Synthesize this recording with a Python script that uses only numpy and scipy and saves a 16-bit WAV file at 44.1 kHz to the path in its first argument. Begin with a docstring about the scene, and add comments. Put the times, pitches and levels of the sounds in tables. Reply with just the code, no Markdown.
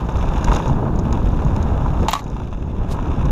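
"""Wind buffeting and tyre rumble come first: a mountain bike rolls fast down a stony track, heard from a case
on the rider. Filtered random impacts make the rumble, roar, crunch and grit; steadied noise makes the wind.
Stones and pebbles are decaying sines with noise bursts. Just after two seconds a hard double knock excites the
bike's modes and loose parts rattle; the sound drops quieter, then builds again with one short swish."""
import sys
import numpy as np
from scipy import signal
from scipy.fft import rfft, irfft
from scipy.io import wavfile
from scipy.ndimage import uniform_filter1d

SR = 44100
rng = np.random.default_rng(int(sys.argv[2]) if len(sys.argv) > 2 else 0)


def log_audio(samples):
    """Write samples as a 16-bit WAV file to the path given in sys.argv[1]."""
    # one column per channel
    frames = np.atleast_2d(samples).T
    # limit to full scale, then quantise
    limited = np.clip(frames, -1, 1)
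    pcm = np.round(limited * 32767).astype(np.int16)
    wavfile.write(sys.argv[1], SR, pcm)


N = 145971
TIME = np.arange(N) / SR  # seconds

# Tyre rumble over time. Each row: time in seconds, level in dB before the trim.
RUMBLE_LEVEL = [(0,-27),(.15,-27.5),(.4,-23.5),(.49,-20.5),(.65,-25.5),(.69,-20.5),(.78,-20.5),(.9,-19.8),(1.2,-22),(1.41,-24.5),(1.47,-21.5),(1.54,-23),(1.84,-22.5),(1.98,-25),(2.04,-18.5),(2.09,-28),(2.17,-35.5),(2.27,-28.5),(2.45,-30),(2.55,-33),(2.64,-27.5),(2.98,-28),(3.31,-22.5)]
# Roar of the tread on the dirt over time. Each row: time in seconds, level in dB before the trim.
ROAR_LEVEL = [(0,-32.5),(.25,-30),(.42,-29.5),(.53,-24.5),(.6,-27.5),(.67,-30),(.86,-29.5),(.94,-34),(1.1,-31),(1.25,-34),(1.45,-31.5),(2.06,-31),(2.12,-39.5),(2.24,-38),(2.4,-41),(2.5,-43.5),(2.69,-41.5),(2.94,-33.5),(3.31,-32.5)]
# Spectrum of the wheels' thuds. Each row: frequency in Hz, relative density in dB per Hz.
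RUMBLE_SPECTRUM = [(30,-20),(80,-6.5),(130,0.5),(200,-3.5),(310,-7.5),(450,-14),(700,-21),(1300,-46),(3000,-73.5)]
# Spectrum of the tread's roar, also of scraping stones. Each row: frequency in Hz, relative density in dB per Hz.
ROAR_SPECTRUM = [(200,-17.5),(450,-4.5),(720,-4),(880,0),(1000,-0.5),(1120,-7.5),(1270,-7.5),(1450,-14.5),(1650,-16),(1950,-29),(3000,-36.5),(6000,-75.5)]


def tyres():
    """Roughness excitation: random bumps thud through the wheels while the tread roars over the dirt."""
    bumps = grains(per_s=1500, spread_db=2.5)
    thuds = steady(colour(bumps, RUMBLE_SPECTRUM), size=5000)
    tread_impacts = grains(per_s=5000, spread_db=2.5) * amp(2.0 * wander(rate_hz=62))
    tread = steady(colour(tread_impacts, ROAR_SPECTRUM), size=6000)
    rumble = amp(-0.13) * level(RUMBLE_LEVEL) * thuds
    roar = amp(0.21) * level(ROAR_LEVEL) * tread
    return rumble + roar


# Gravel crunch over time. 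Each row: time in seconds, level in dB before the trim.
CRUNCH_LEVEL = [(0,-48.5),(.22,-43),(.46,-43),(.55,-37.5),(.62,-41.5),(.70,-45),(.8,-51.5),(.92,-54.5),(1.02,-54),(1.08,-48),(1.42,-48.5),(2.05,-47.5),(2.23,-55),(2.42,-50),(2.66,-53.5),(2.84,-50),(2.96,-48),(3.31,-43.5)]
# Fine grit thrown up by the tyres, over time. Each row: time in seconds, level in dB before the two grit trims.
GRIT_LEVEL = [(0,-59),(.22,-55.5),(.46,-52.5),(.52,-49),(.565,-40),(.6,-51.5),(.69,-51),(.8,-73),(1.2,-60.5),(1.43,-58.5),(1.8,-63.5),(2.06,-54),(2.3,-59),(2.8,-70),(3.0,-60.5),(3.31,-64)]
# Spectrum of cracking gravel and stones. Each row: frequency in Hz, relative density in dB per Hz.
STONE_SPECTRUM = [(300,-11),(900,2.5),(1600,4.5),(2000,-4.5),(2350,1.5),(2700,4.5),(3150,-5.5),(3600,2),(3950,-8),(4400,-20),(5100,-12.5),(6700,-11),(7300,-18),(8100,-24.5),(12000,-24.5),(13500,-42),(15500,-39)]
# Spectrum of grit and pebbles on the bike. 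Each row: frequency in Hz, relative density in dB per Hz.
PING_SPECTRUM = [(1000,-40),(3000,-19),(3800,4),(4400,-10),(5100,-0.5),(5800,0),(6800,4),(7400,-8.5),(8200,-18.5),(11800,-16),(13200,-30),(15500,-35)]


def gravel():
    """Granular impact noise: clumps crack under the tyres over a fine hiss, and grit patters on the bike."""
    clumps = grains(per_s=2000, spread_db=3.7) * amp(4.3 * wander(rate_hz=49))
    hiss = amp(-7) * rng.standard_normal(N)
    crunch = colour(steady(clumps, size=4000) + hiss, STONE_SPECTRUM)
    grit_impacts = grains(per_s=3500, spread_db=3.5) * amp(5.2 * wander(rate_hz=64))
    grit = colour(steady(grit_impacts, size=4000), PING_SPECTRUM)
    patter = amp(-3) * grit + amp(-3) * chips(count=24)
    return amp(-0.3) * level(CRUNCH_LEVEL) * crunch + level(GRIT_LEVEL) * patter


def chips(count):
    """Size sets pitch: chips of many sizes tick at random times, each size a brief decaying tone."""
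    out = np.zeros(N)
    for hz in np.geomspace(2500, 12500, count):
        strikes = grains(per_s=25, spread_db=3.5)
        out += signal.oaconvolve(strikes, tick(hz, t60=.016, rise_s=.0005))[:N]
    return unit(colour(out, PING_SPECTRUM))


# Large stones under the tyres. Each row: start in seconds, clack level in dB (it also sets the scrape),
# clack frequency in Hz, crack level in dB; all levels are before their trims.
STONE_HITS = [(.226,-22,850,-33),(.335,-21,730,-31),(.381,-20,940,-31),(.4435,-28,1100,-28),(.474,-23,1000,-31),(.4833,-13.5,915,-26),(.516,-13.5,1300,-26),(.523,-12,1040,-29),(.538,-18,1000,-26),(.559,-22,900,-26),(.594,-26,1000,-30),(.657,-16,970,-32),(.696,-18,990,-37),(1.052,-23,850,-36),(1.1265,-19,1000,-30.5),(1.147,-19,1020,-44),(1.174,-26,950,-36),(1.271,-25,950,-35),(1.39,-18,940,-39),(1.42,-25,900,-35),(1.563,-27,950,-33),(1.861,-15,980,-38),(2.029,-24,950,-29),(2.365,-25,850,-39),(2.4,-22.5,1000,-38),(2.417,-26,1100,-44),(2.527,-26.5,970,-38),(2.887,-24,915,-39),(2.989,-18,890,-46)]


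def stones():
    """Impact sound: each stone gives a hollow clack at its own pitch, a rough scrape and a crack."""
    clacks, scrapes, cracks = np.zeros((3, N))
    for s, clack_db, hz, crack_db in STONE_HITS:
        add(clacks, s, amp(clack_db + 1.5) * tick(hz, t60=.018, rise_s=.0008))
        add(scrapes, s, amp(clack_db - 2.5) * burst(t60=.022, rise_s=.0003))
        add(cracks, s, amp(crack_db + 1) * burst(t60=.027, rise_s=.0003))
    return clacks + colour(scrapes, ROAR_SPECTRUM) + colour(cracks, STONE_SPECTRUM)


# Hard knocks and their rebounds. Each row: start in seconds, crack level in dB, crack T60 in seconds,
# ring strength in dB, ring T60 in seconds before each mode's ratio, most excited frequency in Hz.
KNOCK_HITS = [(2.0839,-17,0.039,-9,0.04,890),(2.0914,-23.5,0.043,-20.5,0.06,890),(2.1065,-34,0.014,-38,.03,900),(2.1154,-22,.016,-18,.016,2900),(2.1272,-25,.02,-46,.02,1000),(2.1323,-10.5,0.011,-6.5,.015,800),(2.1362,-10,0.017,-10,.021,1130),(2.1522,-26,0.023,-15.5,.042,1130),(2.1575,-39,.03,-24,0.05,690),(2.1626,-39,.04,-20.5,0.05,1150),(2.1917,-32,0.045,-29,0.033,1100)]
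# Spectrum of the knocks' cracks. Each row: frequency in Hz, relative density in dB per Hz.
KNOCK_SPECTRUM = [(200,-28),(560,-7),(720,-1),(1150,3),(1400,-3),(2200,0),(3000,-2),(4050,1.5),(4700,-9),(5600,-9.5),(6900,-3.5),(7800,-10.5),(8800,-21),(12000,-20),(15500,-26)]
# Fine rattle after the knocks. Each row: time in seconds, level in dB before its random fluctuation.
RATTLE_LEVEL = [(2.08,-55),(2.095,-36),(2.11,-35.5),(2.15,-35.5),(2.2,-43),(2.23,-69)]
# Spectrum of the rattle. Each row: frequency in Hz, relative density in dB per Hz.
RATTLE_SPECTRUM = [(600,-22),(1200,9),(4000,3),(4800,-4),(6800,-0.5),(8500,-15),(12000,-8),(14000,-16),(15500,-22)]
# Spectrum of the thin chink. Each row: frequency in Hz, relative density in dB per Hz.
CHINK_SPECTRUM = [(4000,-25),(6000,-6),(9000,-9),(12000,-3),(14000,0),(15500,-3)]


def knocks():
    """Impulsive excitation: hard blows crack and ring briefly; loose parts rattle on, with one thin chink."""
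    cracks, rings, chink = np.zeros((3, N))
    for s, crack_db, crack_t60, ring_db, ring_t60, favoured_hz in KNOCK_HITS:
        add(cracks, s, amp(crack_db) * burst(crack_t60, rise_s=.00024))
        add(rings, s, ring(ring_db, ring_t60, favoured_hz))
    add(chink, 2.1092, amp(-21) * burst(t60=.008, rise_s=.0002))
    loose_parts = grains(per_s=9300, spread_db=3) * amp(3.1 * wander(rate_hz=200) - 1.5)
    rattle = level(RATTLE_LEVEL) * colour(loose_parts, RATTLE_SPECTRUM)
    return colour(cracks, KNOCK_SPECTRUM) + rings + rattle + colour(chink, CHINK_SPECTRUM)


# Modes of the bike. Each row: frequency in Hz, level in dB before the blow shapes it, ratio of mode T60 to ring T60.
BIKE_MODES = [(680,-11,1.7),(793,-14,.8),(880,-6,1.5),(985,-12,1.0),(1136,-7,1.3),(1217,-12.5,0.82),(1895,-14,0.93),(2145,-15,1.3),(2770,-14,1.2),(2955,-15,1.0),(3160,-18,1.0),(3720,-16,0.8),(3870,-15,0.98)]
# How much, and how widely, a blow favours the modes near its own frequency
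FOCUS_DB, FOCUS_OCTAVES = 8.5, 0.16
# Below this strength a blow loses treble: dB per octave above its own frequency, for each dB
SOFT_DB, DULLING = -7, 0.48


def ring(strength_db, t60, favoured_hz):
    """Modal superposition: where the blow lands decides which modes speak, and soft blows are duller."""
    t = np.arange(SR // 5) / SR
    out = np.zeros(len(t))
    for k, (hz, db, length) in enumerate(BIKE_MODES):
        octaves = np.log2(hz / favoured_hz)
        focus_db = FOCUS_DB * np.exp(-(octaves / FOCUS_OCTAVES) ** 2)
        dull_db = DULLING * min(strength_db - SOFT_DB, 0) * max(octaves, 0)
        sign = (-1) ** (k // 2)  # the polarity flips every two modes
        decay = np.exp(-np.log(1000) * t / (t60 * length))
        out += sign * amp(db + focus_db + dull_db) * decay * np.sin(2 * np.pi * hz * t)
    return amp(strength_db) * out * (1 - np.exp(-t / .00086))


# Pebbles flicked against the frame. 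Each row: start in seconds, level in dB of both ping and snap, ping frequency in Hz.
PEBBLE_HITS = [(.1695,-38,4130),(.3785,-34,6480),(.4435,-20.5,5650),(.5315,-27,6500),(.5482,-25,6590),(.6784,-34,5720),(.9587,-38,6710),(.9892,-35,6340),(.995,-36,6700),(1.1263,-27,6660),(1.4486,-37,6700),(1.5623,-32,6610),(1.6267,-32,6440),(2.241,-38,6600),(2.3,-40,6600),(3.254,-35,3700)]


def pebbles():
    """Short contact excites high frequencies: each pebble gives a sharp snap and a very short high ping."""
    pings, snaps = np.zeros((2, N))
    for s, db, hz in PEBBLE_HITS:
        add(pings, s, amp(db) * tick(hz, t60=.010, rise_s=.0007))
        add(snaps, s, amp(db) * burst(t60=.016, rise_s=.0005))
    return pings + colour(snaps, PING_SPECTRUM)


# Spectrum of the swish. Each row: frequency in Hz, relative density in dB per Hz.
SWISH_SPECTRUM = [(800,-13),(2000,-1),(3600,3.5),(4500,-1),(6300,0),(8000,-7),(12000,-10),(15000,-20)]


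def swish():
    """Friction noise: many tiny impacts swell and fade in a bright scuff, as of brush grazing the bike."""
    swell = np.exp(-abs(TIME - 2.922) / .014)  # centre and time constant in seconds
    return amp(-37) * swell * colour(grains(per_s=5000, spread_db=2), SWISH_SPECTRUM)


# Single strong buffets of wind and track. Each row: centre in seconds, peak level in dB,
# mean flutter frequency in Hz, half-width in seconds where the swell is down to 1/e.
BUFFET_LUMPS = [(.175,-13,60,.03),(.31,-11,36,.045),(.495,-9,40,.035),(.705,-12.5,110,.028),(1.275,-10,42,.035),(1.465,-13,140,.018),(2.805,-16,65,.025),(3.27,-13,130,.025)]
FLUTTER = .3  # rms share by which a buffet's frequency wanders


def buffets():
    """Frequency-modulated pressure pulses: each lump is an unsteady low flutter that swells and passes."""
    out = np.zeros(N)
    for s, db, hz, width_s in BUFFET_LUMPS:
        flutter_hz = hz * (1 + FLUTTER * wander(rate_hz=40))
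        turns = rng.random() + np.cumsum(flutter_hz) / SR
        swell = np.exp(-((TIME - s) / width_s) ** 2)
        out += amp(db) * swell * np.sin(2 * np.pi * turns)
    return out


# Wind buffeting over time. Each row: time in seconds, level in dB before the trim.
WIND_LEVEL = [(0,-25),(.2,-20.5),(.33,-18.5),(.44,-22),(.55,-19),(.64,-27),(.72,-19),(.86,-25.5),(.92,-20.5),(1.2,-19),(2.02,-18.5),(2.18,-35),(2.31,-26),(2.76,-25),(2.87,-22),(3.04,-22.5),(3.28,-16.5)]
# Spectrum of the wind. Each row: frequency in Hz, relative density in dB per Hz.
WIND_SPECTRUM = [(10,-12),(22,1.5),(35,-3),(58,0),(85,-3.5),(130,-12.5),(250,-25),(600,-52),(2000,-86)]


def wind():
    """Turbulent pressure fluctuation: lumpy low noise as the air buffets the case."""
    turbulence = steady(colour(rng.standard_normal(N), WIND_SPECTRUM), size=5000)
    return amp(1.0) * level(WIND_LEVEL) * turbulence


def tick(hz, t60, rise_s):
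    """Damped oscillation: one pitch, struck and dying away by 60 dB in t60 seconds."""
    t = np.arange(SR // 10) / SR
    decay = np.exp(-np.log(1000) * t / t60)
    return np.sin(2 * np.pi * hz * t) * decay * (1 - np.exp(-t / rise_s))


def burst(t60, rise_s):
    """Exponential decay of noise: a dense run of micro-impacts that dies away."""
    t = np.arange(SR // 5) / SR
    decay = np.exp(-np.log(1000) * t / t60)
    return rng.standard_normal(len(t)) * (1 - np.exp(-t / rise_s)) * decay


def grains(per_s, spread_db):
    """Shot noise: clicks at random times, many small and a few large, scaled to rms 1."""
    sizes = amp(spread_db * np.minimum(rng.exponential(1, N), 4))
    signs = rng.choice([-1, 1], N)
    return unit(sizes * signs * (rng.random(N) < per_s / SR))


def colour(x, tone, size=8192):
    """Minimum-phase filtering: a causal filter of unit energy with the given spectrum."""
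    hz, db = np.transpose(tone)
    bins_hz = abs(np.fft.fftfreq(size, 1 / SR)) + 1  # the offset keeps the logarithm finite
    log_gain = np.log(amp(np.interp(np.log(bins_hz), np.log(hz), db)))
    # the Hilbert transform of the log gain supplies the minimum phase
    response = np.exp(np.conj(signal.hilbert(log_gain)))
    taps = np.fft.ifft(response).real[:size // 2]
    return signal.fftconvolve(x, taps / np.linalg.norm(taps))[:N]


def wander(rate_hz):
    """Band-shaped random modulation of rms 1: weak below 10 Hz and rolled off above the rate."""
    hz = np.fft.rfftfreq(N, 1 / SR)
    shape = hz / (hz + 10) / (1 + (hz / rate_hz) ** 2)
    return unit(irfft(rfft(rng.standard_normal(N)) * shape, N))


def steady(x, size):
    """Envelope normalisation: evens out slow swells by the running rms over size samples."""
    return x / np.sqrt(abs(uniform_filter1d(x ** 2, size)) + 1e-12)


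def level(curve):
    """Envelope law: gain over time from (seconds, dB) points, straight in dB between them."""
    return amp(np.interp(TIME, *np.transpose(curve)))


def amp(db):
    """Decibel law: amplitude gain from dB."""
    return 10 ** (np.asarray(db) / 20)


def unit(x):
    """Power normalisation: scales to rms 1."""
    return x / np.sqrt(np.mean(x ** 2) + 1e-20)


def add(mix, s, sound):
    """Superposition: mixes a sound in, starting at s seconds."""
    part = mix[max(round(s * SR), 0):][:len(sound)]
    part += sound[:len(part)]


def scene():
    """Superposition of all sources at the rider, in mono."""
    ride = tyres() + gravel() + stones() + knocks() + pebbles() + swish()
    air = buffets() + wind()
    return (ride + air)[None]


def record(dry):
    """Saturation and band limiting: the loudest peaks are rounded off, then the top treble is removed."""
    ceiling = .68  # amplitude that the rounded peaks approach
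    limited = dry / (1 + (dry / ceiling) ** 8) ** (1 / 8)
    lowpass = signal.firwin(511, 15600, window=("kaiser", 9), fs=SR)  # cutoff in Hz
    return signal.oaconvolve(limited, lowpass[None], "same")


dry = scene()
out = record(dry)
log_audio(out)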